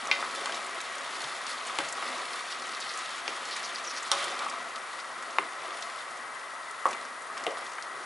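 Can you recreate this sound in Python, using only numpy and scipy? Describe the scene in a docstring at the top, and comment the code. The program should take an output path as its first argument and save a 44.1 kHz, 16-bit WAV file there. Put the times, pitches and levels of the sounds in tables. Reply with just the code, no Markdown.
"""Potatoes simmering in a thick glaze

Close by in a home kitchen, small potatoes simmer in a pan: the glaze bubbles (short resonances set off
by random bursts), sizzles (the same, denser and higher) and spits (snaps of resonant noise).
A wooden spoon turns the potatoes by stick and slip and knocks on the pan, exciting damped modes;
the sizzle sinks as they are turned over. The hob adds steady fan noise and a thin whine."""
import sys
import numpy as np
from scipy import signal
from scipy.fft import rfft, irfft, next_fast_len
from scipy.io import wavfile

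SR = 44100
rng = np.random.default_rng(int(sys.argv[2]) if len(sys.argv) > 2 else 0)


def int16_out(signal):
    """Quantize to a 16-bit WAV file."""
    q = np.round(np.clip(np.atleast_2d(signal).T, -1, 1) * 32767)
    wavfile.write(sys.argv[1], SR, q.astype(np.int16))


N = 355005
CUTOFF_HZ = 11050  # upper limit of the sound


# Spectrum of the bubbling glaze. Each row: frequency in Hz, relative density in dB per Hz.
BUBBLING = [(40, -38), (90, -32), (122, -14), (175, -19.5), (255, -1), (370, -0.5), (450, -5), (540, 3.5),
            (660, 4.5), (880, 0), (1150, 8), (1600, -6), (2400, -3), (4000, -51)]
# Spectrum of the sizzle on the hot pan floor. Each row: frequency in Hz, relative density in dB per Hz.
SIZZLE = [(500, -14), (1200, 4), (2200, 4.5), (2700, 3), (3400, 2.5), (5000, -2), (7000, -6), (9000, -8),
          (11000, -9.5)]
POPS_PER_S, POPS_DB = 24, -13.5  # single bubbles that stand out, level relative to the bubbling


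def glaze(bubbling_db, sizzle_db):
    """Resonance under random excitation: fat bubbles blub; fizz and crackle come from the hot floor."""
    births = clicks(1800 * from_db(2.5 * drift(9)), 3.24)
    fat = bubbles(births, 110.6, 3396, cycles=13.0, side_db=-11)
    pops = bubbles(clicks(POPS_PER_S, 2.5), 535, 3630, cycles=15, side_db=5)
    blubbing = coloured(fat, BUBBLING) + from_db(POPS_DB) * pops

    heat = from_db(sizzle_db - np.mean(sizzle_db))  # a hotter film bursts more often
    bursts = clicks(7000 * heat * from_db(2.2 * drift(35)), 3.06)
    fizz = bubbles(bursts, 973, 10600, cycles=8.8, side_db=-14.5)
    fizz = fizz / np.sqrt(heat)  # the level is set by sizzle_db alone

    snaps = clicks(160 * from_db(6.1 * drift(14)), 3.6)
    tails = signal.fftconvolve(snaps, dying_noise(0.047))[:N]
    crackle = cut(snaps + 1.5 * tails, 2800, "high", order=1)
    hiss = coloured(fizz, SIZZLE) + from_db(-5.5) * coloured(crackle, SIZZLE)
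    return blubbing * from_db(bubbling_db + 3.5) + hiss * from_db(sizzle_db)


# Single spits at set times.
# Each row: start in seconds, relative peak level in dB, pitch in Hz.
SPITS = [(.072, -24.5, 5600), (0.5222, -25, 3150), (0.545, -25.5, 4010), (0.8041, -24, 3000),
         (1.241, -24.5, 3800), (1.4667, -26, 5640), (1.669, -28, 7040), (1.925, -24, 6960),
         (2.5127, -33, 3300), (2.9103, -34, 3470), (4.3914, -24, 3980), (4.7593, -27, 3650),
         (5.8243, -24, 3600), (6.7105, -31.5, 9380), (6.866, -31, 8500), (6.888, -31, 6800),
         (6.9304, -25.5, 2870), (7.3776, -27, 4000), (7.22, -37, 8500), (7.438, -31, 5500),
         (7.571, -32.5, 3800), (7.583, -37, 9000), (7.666, -30, 4500), (7.8243, -26.5, 5350)]


def spits(sizzle_db):
    """Impulsive release: a bubble tears open with a snap and sheds a short spray."""
    out = np.zeros(N)
    for s, db, hz in list(SPITS) + random_spits(sizzle_db):
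        burst = 1.22 * dying_noise(0.043, size=2048)  # the spray
        burst[:100] += dying_noise(.003, size=100)  # the tear
        snap = cut(resonance(burst, hz, 0.49 * hz), CUTOFF_HZ, "low")
        add(out, s, snap / np.abs(snap).max() * from_db(db + 2.5))
    return out


SPITS_PER_S, SPIT_OVER_SIZZLE_DB, SPIT_SPREAD_DB = 7, 12, -0.5
SPIT_HZ, SPIT_SPREAD_OCTAVES = 5500, 0.44


def random_spits(sizzle_db):
    """Poisson process: further spits at chance times, peaks following the sizzle, in rows like SPITS."""
    born = np.flatnonzero(rng.random(N) < SPITS_PER_S / SR)
    rows = []
    for at, (loud, high) in zip(born, rng.standard_normal((len(born), 2))):
        peak_db = sizzle_db[at] + SPIT_OVER_SIZZLE_DB + SPIT_SPREAD_DB * loud
        rows.append((at / SR, peak_db, SPIT_HZ * 2 ** (SPIT_SPREAD_OCTAVES * high)))
    return rows


# Short wet squeaks, perhaps of potato skins rubbing. 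Each row: start in seconds, length in seconds,
# relative level in dB, pitch in Hz, glide in octaves, share of clean whistle from 0 to 1.
SQUEAKS = [(2.506, 0.031, -39.5, 4280, -.13, 0), (2.726, 0.039, -42.5, 4420, .15, 0.06),
           (2.804, 0.029, -42, 4420, -.13, .2), (2.876, 0.037, -40, 4440, .16, .3),
           (3.506, 0.049, -40, 4430, .05, 0.3), (3.633, 0.033, -40, 5300, -.06, .15),
           (3.747, 0.019, -37.5, 4750, -0.084, 0.45), (3.838, 0.022, -42, 5800, -.25, .2),
           (3.864, 0.028, -38.5, 5700, -.3, 0.9), (3.888, 0.036, -41, 5330, 0.17, 0.1),
           (3.95, .055, -42, 5500, .4, 0.1), (4.022, 0.022, -43, 7100, .1, .1)]
SPUTTERS_PER_S = 540


def squeaks(width_hz=230, rasp_hz=2400):
    """Amplitude modulation: a short gliding tone is modulated into a wet whistle or sputter."""
    out = np.zeros(N)
    for s, length, db, hz, glide, clean in SQUEAKS:
        size = round(length * SR)
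        pitch = hz * 2 ** (glide * np.linspace(-.5, .5, size))
        phase = 2 * np.pi * np.cumsum(pitch) / SR
        whistle = rms_one(cut(rng.standard_normal(8192), width_hz / 2, "low", order=3)[-size:])
        sputter = rms_one(cut(judder(SPUTTERS_PER_S), rasp_hz / 2, "low", order=3)[:size])
        clean = np.clip(clean, 0, 1)
        strength = np.sqrt(clean) * whistle + np.sqrt(1 - clean) * sputter
        add(out, s, from_db(db) * rms_one(strength * np.sqrt(np.hanning(size)) * np.sin(phase)))
    return out


# Cooler potatoes are turned down onto the pan floor. Each row: start in seconds, loss of sizzle in dB.
TURNOVERS = [(4.25, 5.5), (5.9, 4.5)]
# The spoon pushes potatoes over the pan floor. Each row: start in seconds, length in seconds,
# relative level of the rubbing in dB, relative level of the flare of the sizzle in dB.
STROKES = [(0.0, 0.54, -40, -54), (0.918, 0.94, -46, -52), (1.923, 0.28, -42.5, -44.5),
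           (2.82, 0.23, -49, -45), (3.246, 0.38, -49, -46), (4.1, 0.22, -41, -39.3),
           (4.337, 0.15, -40, -47), (5.57, 0.11, -41, -49.5), (6.844, 0.075, -38.5, -46),
           (7.352, 0.31, -44.5, -51.5), (7.917, 0.16, -47.5, -62.5)]
SIZZLE_DB, BUBBLING_DB = -42, -47.5  # relative levels before turnovers and strokes
BUBBLING_FOLLOWS = 0.57  # share of the sizzle's loss in dB that the bubbling follows
COOLING_S = 0.56
CHURN_DB = -4  # extra bubbling under the spoon, relative to its rubbing


def cooking():
    """Heat transfer sets the levels in dB: a turnover cools the floor, a stroke churns and flares."""
    t = np.arange(N) / SR
    heat_db = -sum(loss_db * np.clip((t - s) / COOLING_S, 0, 1) for s, loss_db in TURNOVERS)
    rubbing, flare = 1e-12, 0
    for s, length, rub_db, flare_db in STROKES:
        push = stroke(s, length)
        rubbing = np.hypot(rubbing, from_db(rub_db) * push)
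        flare = np.hypot(flare, from_db(flare_db) * push)
    bubbling = np.hypot(from_db(BUBBLING_DB + BUBBLING_FOLLOWS * heat_db), from_db(CHURN_DB) * rubbing)
    sizzle = np.hypot(from_db(SIZZLE_DB + heat_db), flare)
    return 20 * np.log10([bubbling, sizzle, rubbing])


PUSH_S, SETTLE_DB_PER_S = 0.049, 80


def stroke(s, length):
    """Attack and decay: a push of the spoon builds up, holds, then the potatoes settle."""
    t = np.arange(N) / SR - s
    return np.clip(t / PUSH_S, 0, 1) * from_db(-SETTLE_DB_PER_S * np.maximum(t - length, 0))


# Spectrum of wet potatoes rubbing. Each row: frequency in Hz, relative density in dB per Hz.
RUBBING = [(100, -24), (280, -17), (600, 3.5), (850, 1.5), (1150, 3.5), (1700, -12), (3000, -24),
           (8000, -59)]
# Modes of the pan, also rung by the knocks.
# Each row: frequency in Hz, relative level in dB, decay time T60 in seconds.
PAN = [(562, -13, .4), (815, -18, .3), (1133, -25, .25), (1288, -26, .2), (1505, -22, .22),
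       (2046, -15, .26), (2408, -19, .22), (2790, -30, .25), (3100, -28, .16), (3200, -31, .24),
       (3682, -29.5, .26), (4650, -34, .2), (4926, -36, .25), (5680, -35, .14), (6632, -32.5, .26),
       (7270, -34, .2), (8900, -33, .18)]


def stirring(level_db, clump_db=3):
    """Stick-slip friction: wet potatoes slip in clumps, the pan sings, glaze swept onto hot metal hisses."""
    contacts = clicks(900 * from_db(clump_db * drift(25)), 2.5)
    slips = coloured(bubbles(contacts, 191.0, 8200, cycles=18.0, side_db=-14.5), RUBBING)
    # the level column of PAN plays no part here: every mode sings at unit gain
    singing = rms_one(sum(resonance(slips[0], hz, 3 / t60) for hz, _, t60 in PAN))
    searing = bubbles(clicks(5600, 3.3), 3200, 13000, cycles=3.5, side_db=-22)
    searing = rms_one(cut(searing, 5600, "low", order=1))
    return (slips + from_db(-6.5) * singing + from_db(-11.5) * searing) * from_db(level_db - 7.0)


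# Short modes of the wooden spoon.
# Each row: frequency in Hz, relative level in dB, decay time T60 in seconds.
SPOON = [(1430, -8, 0.03), (2115, 4.5, 0.014), (2584, -2.5, 0.016), (3000, 3.5, 0.011), (3540, 5, 0.0086),
         (4000, 2, 0.0064), (5640, -0.5, 0.02)]
# Spoon and potatoes against the pan. Each row: start in seconds, thud in dB, thud in Hz, thud T60 in
# seconds, clack in dB, clack in Hz, crack in dB, top of the crack in Hz, wet snap in dB, pan ring in dB,
# pan boom in dB, room in dB, left-right difference in dB. All levels are relative.
KNOCKS = [(0.1139, -14.5, 1200, 0.0037, -17, 2250, -7, 4600, -22, 4, -25, -1, 1),
          (.2270, -19, 1290, 0.017, -34, 1700, -33, 3200, -35, 0, -40, -4.5, 0),
          (0.4581, -22.5, 1250, 0.0037, -28, 3000, -22.5, 8500, -31, 5.5, -38, -2, 1.5),
          (1.7871, -12, 1000, 0.0034, -20, 2500, -19.5, 5000, -12.5, -8.5, -25, -2.5, 3.5),
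          (2.0258, -22, 1250, 0.012, -29, 2200, -38, 3800, -32, -14, -45, -2, 0),
          (3.2793, -19, 800, 0.0045, -29, 2200, -15, 5240, -25, -16, -45, -5, 2),
          (4.116, -14.5, 1190, 0.01, -11, 4200, -11.5, 9400, -20, 4.5, -18, -1.2, -3),
          (4.4652, -18.5, 1140, 0.012, -42, 2820, -40, 4500, -36, -13, -43, -4, 1),
          (5.3850, -10.5, 1064, 0.019, -13.5, 2000, -12.5, 3100, -22, -30, -37, -7.5, 2),
          (6.8555, -8.5, 1110, 0.023, -27, 1550, -45, 2700, -21, -24, -34, -6.5, 1),
          (7.4662, -14.5, 675, 0.015, -19.5, 2700, -25, 3460, -17, -10.5, -33, -5, 2.5)]
CRACK_SPAN = 2.4  # ratio of the crack's top edge to its lower edge: a harder contact raises both
SNAP_HZ, SNAP_T60_S = 5800, .014  # the film of glaze parts at the contact: lower edge and decay
BOOM_RISE_S = 0.016  # the loaded pan floor takes a moment to swing


def knocks(size=16384):
    """Modal excitation by impact: thud, clack of wood, crack and wet snap; pan modes ring, its floor booms."""
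    direct, to_room, tap = np.zeros((2, N)), np.zeros(N), signal.unit_impulse(size)
    for (s, thud_db, thud_hz, thud_t60, clack_db, clack_hz, crack_db, crack_hz,
         snap_db, ring_db, boom_db, room_db, left_db) in KNOCKS:
        thud = from_db(thud_db) * cut(ring(tap, thud_hz, thud_t60), 450, "high", order=3)
        wood = struck(SPOON, [(clack_db, clack_hz)], reach_octaves=0.51)
        clack = from_db(-4) * cut(wood, 460, "high")
        grit = tap + 0.75 * dying_noise(0.007) + 0.3 * dying_noise(0.067)
        crack = cut(cut(grit, crack_hz / CRACK_SPAN, "high"), crack_hz, "low", order=5)
        crack *= from_db(crack_db + 10) / np.linalg.norm(crack)
        snap = cut(cut(tap + dying_noise(SNAP_T60_S), SNAP_HZ, "high"), CUTOFF_HZ, "low", order=6)
        snap *= from_db(snap_db) / np.linalg.norm(snap)
        blow = thud + clack + crack + snap

        forces = [(thud_db + ring_db, thud_hz), (clack_db + ring_db, clack_hz),
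                  (crack_db + ring_db, 0.91 * crack_hz)]
        ringing = struck(PAN, forces, reach_octaves=0.55)
        swing = 1 - np.exp(-np.arange(size) / SR / BOOM_RISE_S)
        boom = swing * struck(PAN, [(boom_db, PAN[0][0])], reach_octaves=0.43)
        sound = cut(blow + boom + ringing, 160, "high")
        off_wall = signal.fftconvolve(sound, dying_noise(.004, size=256))[:size]
        add(direct, s, stereo(sound, off_wall, -19) * balance(left_db))
        add(to_room, s, from_db(room_db) * blow)
    return direct + from_db(-2.5) * kitchen(to_room, wall_hz=5500, side_db=-8)


# The edge of the spoon scrapes the pan floor.
# Each row: start in seconds, length in seconds, relative level in dB, pitch in Hz.
SCRAPES = [(4.14, 0.19, -46.5, 3140), (4.14, 0.14, -47.5, 1420), (4.385, 0.087, -41.5, 1140)]
SLIPS_PER_S, SLIP_SPREAD_DB = 380, 3
SCRAPE_WIDTH = 0.14  # width of the narrow resonance as a share of its pitch


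def scrapes():
    """Stick-slip friction: the edge of the spoon judders on the pan floor and excites a narrow resonance."""
    out = np.zeros(N)
    for s, length, db, hz in SCRAPES:
        size = round(length * SR)
        narrow = resonance(judder(SLIPS_PER_S, SLIP_SPREAD_DB), hz, SCRAPE_WIDTH * hz)
        rasp = resonance(narrow, hz, .5 * hz)[:size]
        add(out, s, from_db(db) * rms_one(rasp * np.sqrt(np.hanning(size))))
    return out + from_db(-7.5) * kitchen(out, side_db=-2)


# Potatoes tumbling onto one another.
# Each row: start in seconds, relative peak level in dB, pitch in Hz, decay time T60 in seconds.
TUMBLES = [(.495, -24.5, 1310, 0.057), (1.236, -53, 144, 0.24), (1.697, -31, 1260, .02),
           (1.787, -33.5, 264, 0.14), (1.796, -25, 1090, 0.087), (1.83, -46, 165, 0.18),
           (1.982, -29, 1130, 0.022), (2.232, -27, 1170, .02), (3.283, -41, 333, .16),
           (4.123, -20.5, 1110, .08), (4.407, -30.5, 1170, .04), (5.389, -34, 320, .2),
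           (6.858, -23, 634, 0.13), (6.8635, -20.5, 1080, .04), (7.371, -27.5, 1200, .03),
           (7.472, -26, 420, 0.079), (7.495, -33, 576, 0.27), (7.571, -29.5, 1000, .02),
           (7.783, -26, 1350, .03)]


def tumbles(size=8192):
    """Heavily damped impact: soft flesh lands with a dull bump and rolls on for a moment."""
    out = np.zeros(N)
    for s, db, hz, t60 in TUMBLES:
        contact = 0.25 * signal.unit_impulse(size) + dying_noise(t60, size=size)
        bump = resonance(resonance(contact, hz, 0.75 * hz), hz, 0.75 * hz)
        add(out, s, from_db(db) * bump / np.abs(bump).max())
    return out + from_db(-7.5) * kitchen(out, side_db=-12)


# Spectrum of the fan's rush. Each row: frequency in Hz, relative density in dB per Hz.
FAN = [(30, -25), (90, -26), (125, -26), (180, -14), (280, -13), (460, -1), (620, 1.5), (840, 2), (1080, 9),
       (1450, 5), (1800, 3), (2100, -1), (2300, -7.5), (11000, -16.5)]
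# Resonances of the hob's fan housing and the whine of its electronics.
# Each row: frequency in Hz, approximate width in Hz, relative level in dB, left-right difference in dB.
HOB_TONES = [(126, 26, -26, -2), (663, 170, -9, -2), (1130, 97, -4, 2), (1288, 71, 4.5, 4.5),
             (1560, 115, -11, 23), (1928, 42, 1.5, 5), (2037, 42, -8, 22), (9340, 150, -8.5, 2.5)]
FAN_DB, HOB_TONES_DB = -42.5, -44.5


def hob():
    """Filtered broadband noise: the cooling fan rushes through its housing under a thin electronic whine."""
    air = stereo(*rng.standard_normal((2, N)), -13, wide_hz=25)
    hum = stereo(*rng.standard_normal((2, N)), -11, wide_hz=25)
    tones = 0
    for hz, width, db, left_db in HOB_TONES:
        each = 1.52 * width  # two in cascade are narrower than one
        tone = rms_one(resonance(resonance(hum, hz, each), hz, each))
        tones = tones + from_db(db) * balance(left_db) * tone
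    rush = from_db(FAN_DB) * coloured(air, FAN) * balance(1.2)
    return rush + from_db(HOB_TONES_DB) * rms_one(tones)


KITCHEN_T60_S = 0.24


def kitchen(x, wall_hz=4500, side_db=-12):
    """Reverberation: pan wall, worktop and room return reflections duller than the direct sound."""
    mid, side = (dying_noise(KITCHEN_T60_S) + dying_noise(0.022) for _ in range(2))
    echo = cut(stereo(mid, side, side_db), wall_hz, "low", order=1)
    echo = np.pad(echo, ((0, 0), (round(.002 * SR), 0)))  # first reflection after 2 ms
    return signal.fftconvolve(x[None], echo, axes=1)[:, :N]


def bubbles(births, low_hz, high_hz, cycles, side_db, count=22):
    """Damped oscillation: each bubble rings a few cycles at its own pitch and place; flat spectrum."""
    dealt, place = rng.integers(0, count, N), rng.standard_normal(N)
    placed = stereo(births, births * place, side_db)
    pitches = np.geomspace(low_hz, min(high_hz, .4 * SR), count)
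    return rms_one(sum(resonance(placed * (dealt == k), hz, 2 * hz / cycles)
                       for k, hz in enumerate(pitches)))


def struck(modes, forces, reach_octaves, size=16384):
    """Modal superposition: modes answer most where the forces (dB, Hz) of a blow lie."""
    tap, out = signal.unit_impulse(size), np.zeros(size)
    for k, (hz, db, t60) in enumerate(modes):
        drive = sum(from_db(force_db) * np.exp(-(np.log2(hz / force_hz) / reach_octaves) ** 2)
                    for force_db, force_hz in forces)
        out += (-1) ** k * drive * from_db(db) * ring(tap, hz, t60)
    return out


def judder(per_s, spread_db=5.5, size=16384, count=512):
    """Irregular pulse train: uneven in spacing and strength."""
    at = (np.cumsum(rng.uniform(.5, 1.5, count)) * SR / per_s).astype(int)
    sizes = from_db(spread_db * rng.standard_normal(count)) * rng.choice([-1, 1], count)
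    return np.bincount(at, sizes, size)[:size]


def clicks(per_s, spread_db):
    """Poisson process: random collapses, many small and a few large."""
    sizes = from_db(spread_db * np.minimum(rng.exponential(1, N), 4))
    return (rng.random(N) < per_s / SR) * sizes * rng.choice([-1, 1], N)


def dying_noise(t60, size=16384):
    """Exponential decay: a burst of noise that dies away; energy 1."""
    burst = rng.standard_normal(size) * from_db(-60 * np.arange(size) / SR / t60)
    return burst / np.linalg.norm(burst)


def drift(rate):
    """Random modulation: slow chance with spread 1, through `rate` random values a second."""
    knots = rng.standard_normal(N // 40)
    return rms_one(np.interp(np.arange(N) / SR * rate, np.arange(len(knots)), knots))


def ring(x, hz, t60):
    """Damped oscillator: a unit click sets a sine of height 1 ringing."""
    r, w = from_db(-60 / (t60 * SR)), 2 * np.pi * hz / SR
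    return signal.lfilter([0, np.sin(w)], [1, -2 * r * np.cos(w), r * r], x + 1e-18)


def resonance(x, hz, width_hz):
    """Forced resonance: a band-pass with gain 1 on top."""
    r, w = np.exp(-np.pi * width_hz / SR), 2 * np.pi * hz / SR
    top = np.array([1, 0, -1]) * (1 - r * r) / 2
    return signal.lfilter(top, [1, -2 * r * np.cos(w), r * r], x + 1e-18)


def cut(x, hz, kind, order=2):
    """Butterworth filtering: keep what lies above ("high") or below ("low") the edge."""
    return signal.sosfilt(signal.butter(order, min(hz, .45 * SR), kind, fs=SR, output="sos"), x)


def coloured(x, spectrum):
    """Spectral shaping: give a flat sound a smooth spectrum; rms 1."""
    hz, db = np.transpose(spectrum)
    size = next_fast_len(N + 4096)
    grid = np.maximum(np.fft.rfftfreq(size, 1 / SR), 1)
    gain = from_db(np.interp(np.log(grid), np.log(hz), db))
    gain = gain * np.minimum(grid / hz[0], 1) ** 2 * (grid < CUTOFF_HZ)
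    return rms_one(irfft(rfft(x, size) * gain, size)[..., :N])


def stereo(mid, side, side_db, wide_hz=230, narrow_hz=4800):
    """Mid-side stereo of a close microphone pair; bass and treble are narrower than the middle."""
    side = cut(cut(side, wide_hz, "high", order=1), narrow_hz, "low", order=4)
    return mid + from_db(side_db) * side * np.array([[1], [-1]])


def balance(left_db):
    """Level difference between the ears: gains that make the left louder by left_db."""
    return from_db(left_db * np.array([[.5], [-.5]]))


def from_db(db):
    """Decibel scale: amplitude ratio of a level."""
    return 10 ** (np.asarray(db) / 20)


def rms_one(x):
    """Effective value: scale a sound to rms 1."""
    return x / np.sqrt(np.mean(x ** 2) + 1e-20)


def add(out, s, sound):
    """Superposition: mix a short sound in at time s."""
    at = max(round(s * SR), 0)
    out[..., at:at + sound.shape[-1]] += sound[..., :N - at]


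def scene(left_db=0.4):
    """Superposition of sources: the pan, close and slightly to the left, over the steady hob."""
    bubbling_db, sizzle_db, rubbing_db = cooking()
    simmer = glaze(bubbling_db, sizzle_db) + spits(sizzle_db) + squeaks()
    spoon = stirring(rubbing_db) + scrapes() + knocks() + tumbles()
    pan = from_db(-1.44) * simmer + from_db(-10.0) * kitchen(simmer[0]) + spoon
    return pan * balance(left_db) + hob()


def record(dry):
    """Band limiting: an elliptic low-pass cuts the top steeply."""
    return signal.sosfilt(signal.ellip(10, .3, 70, CUTOFF_HZ, fs=SR, output="sos"), dry)


dry = scene()
out = record(dry)
int16_out(out)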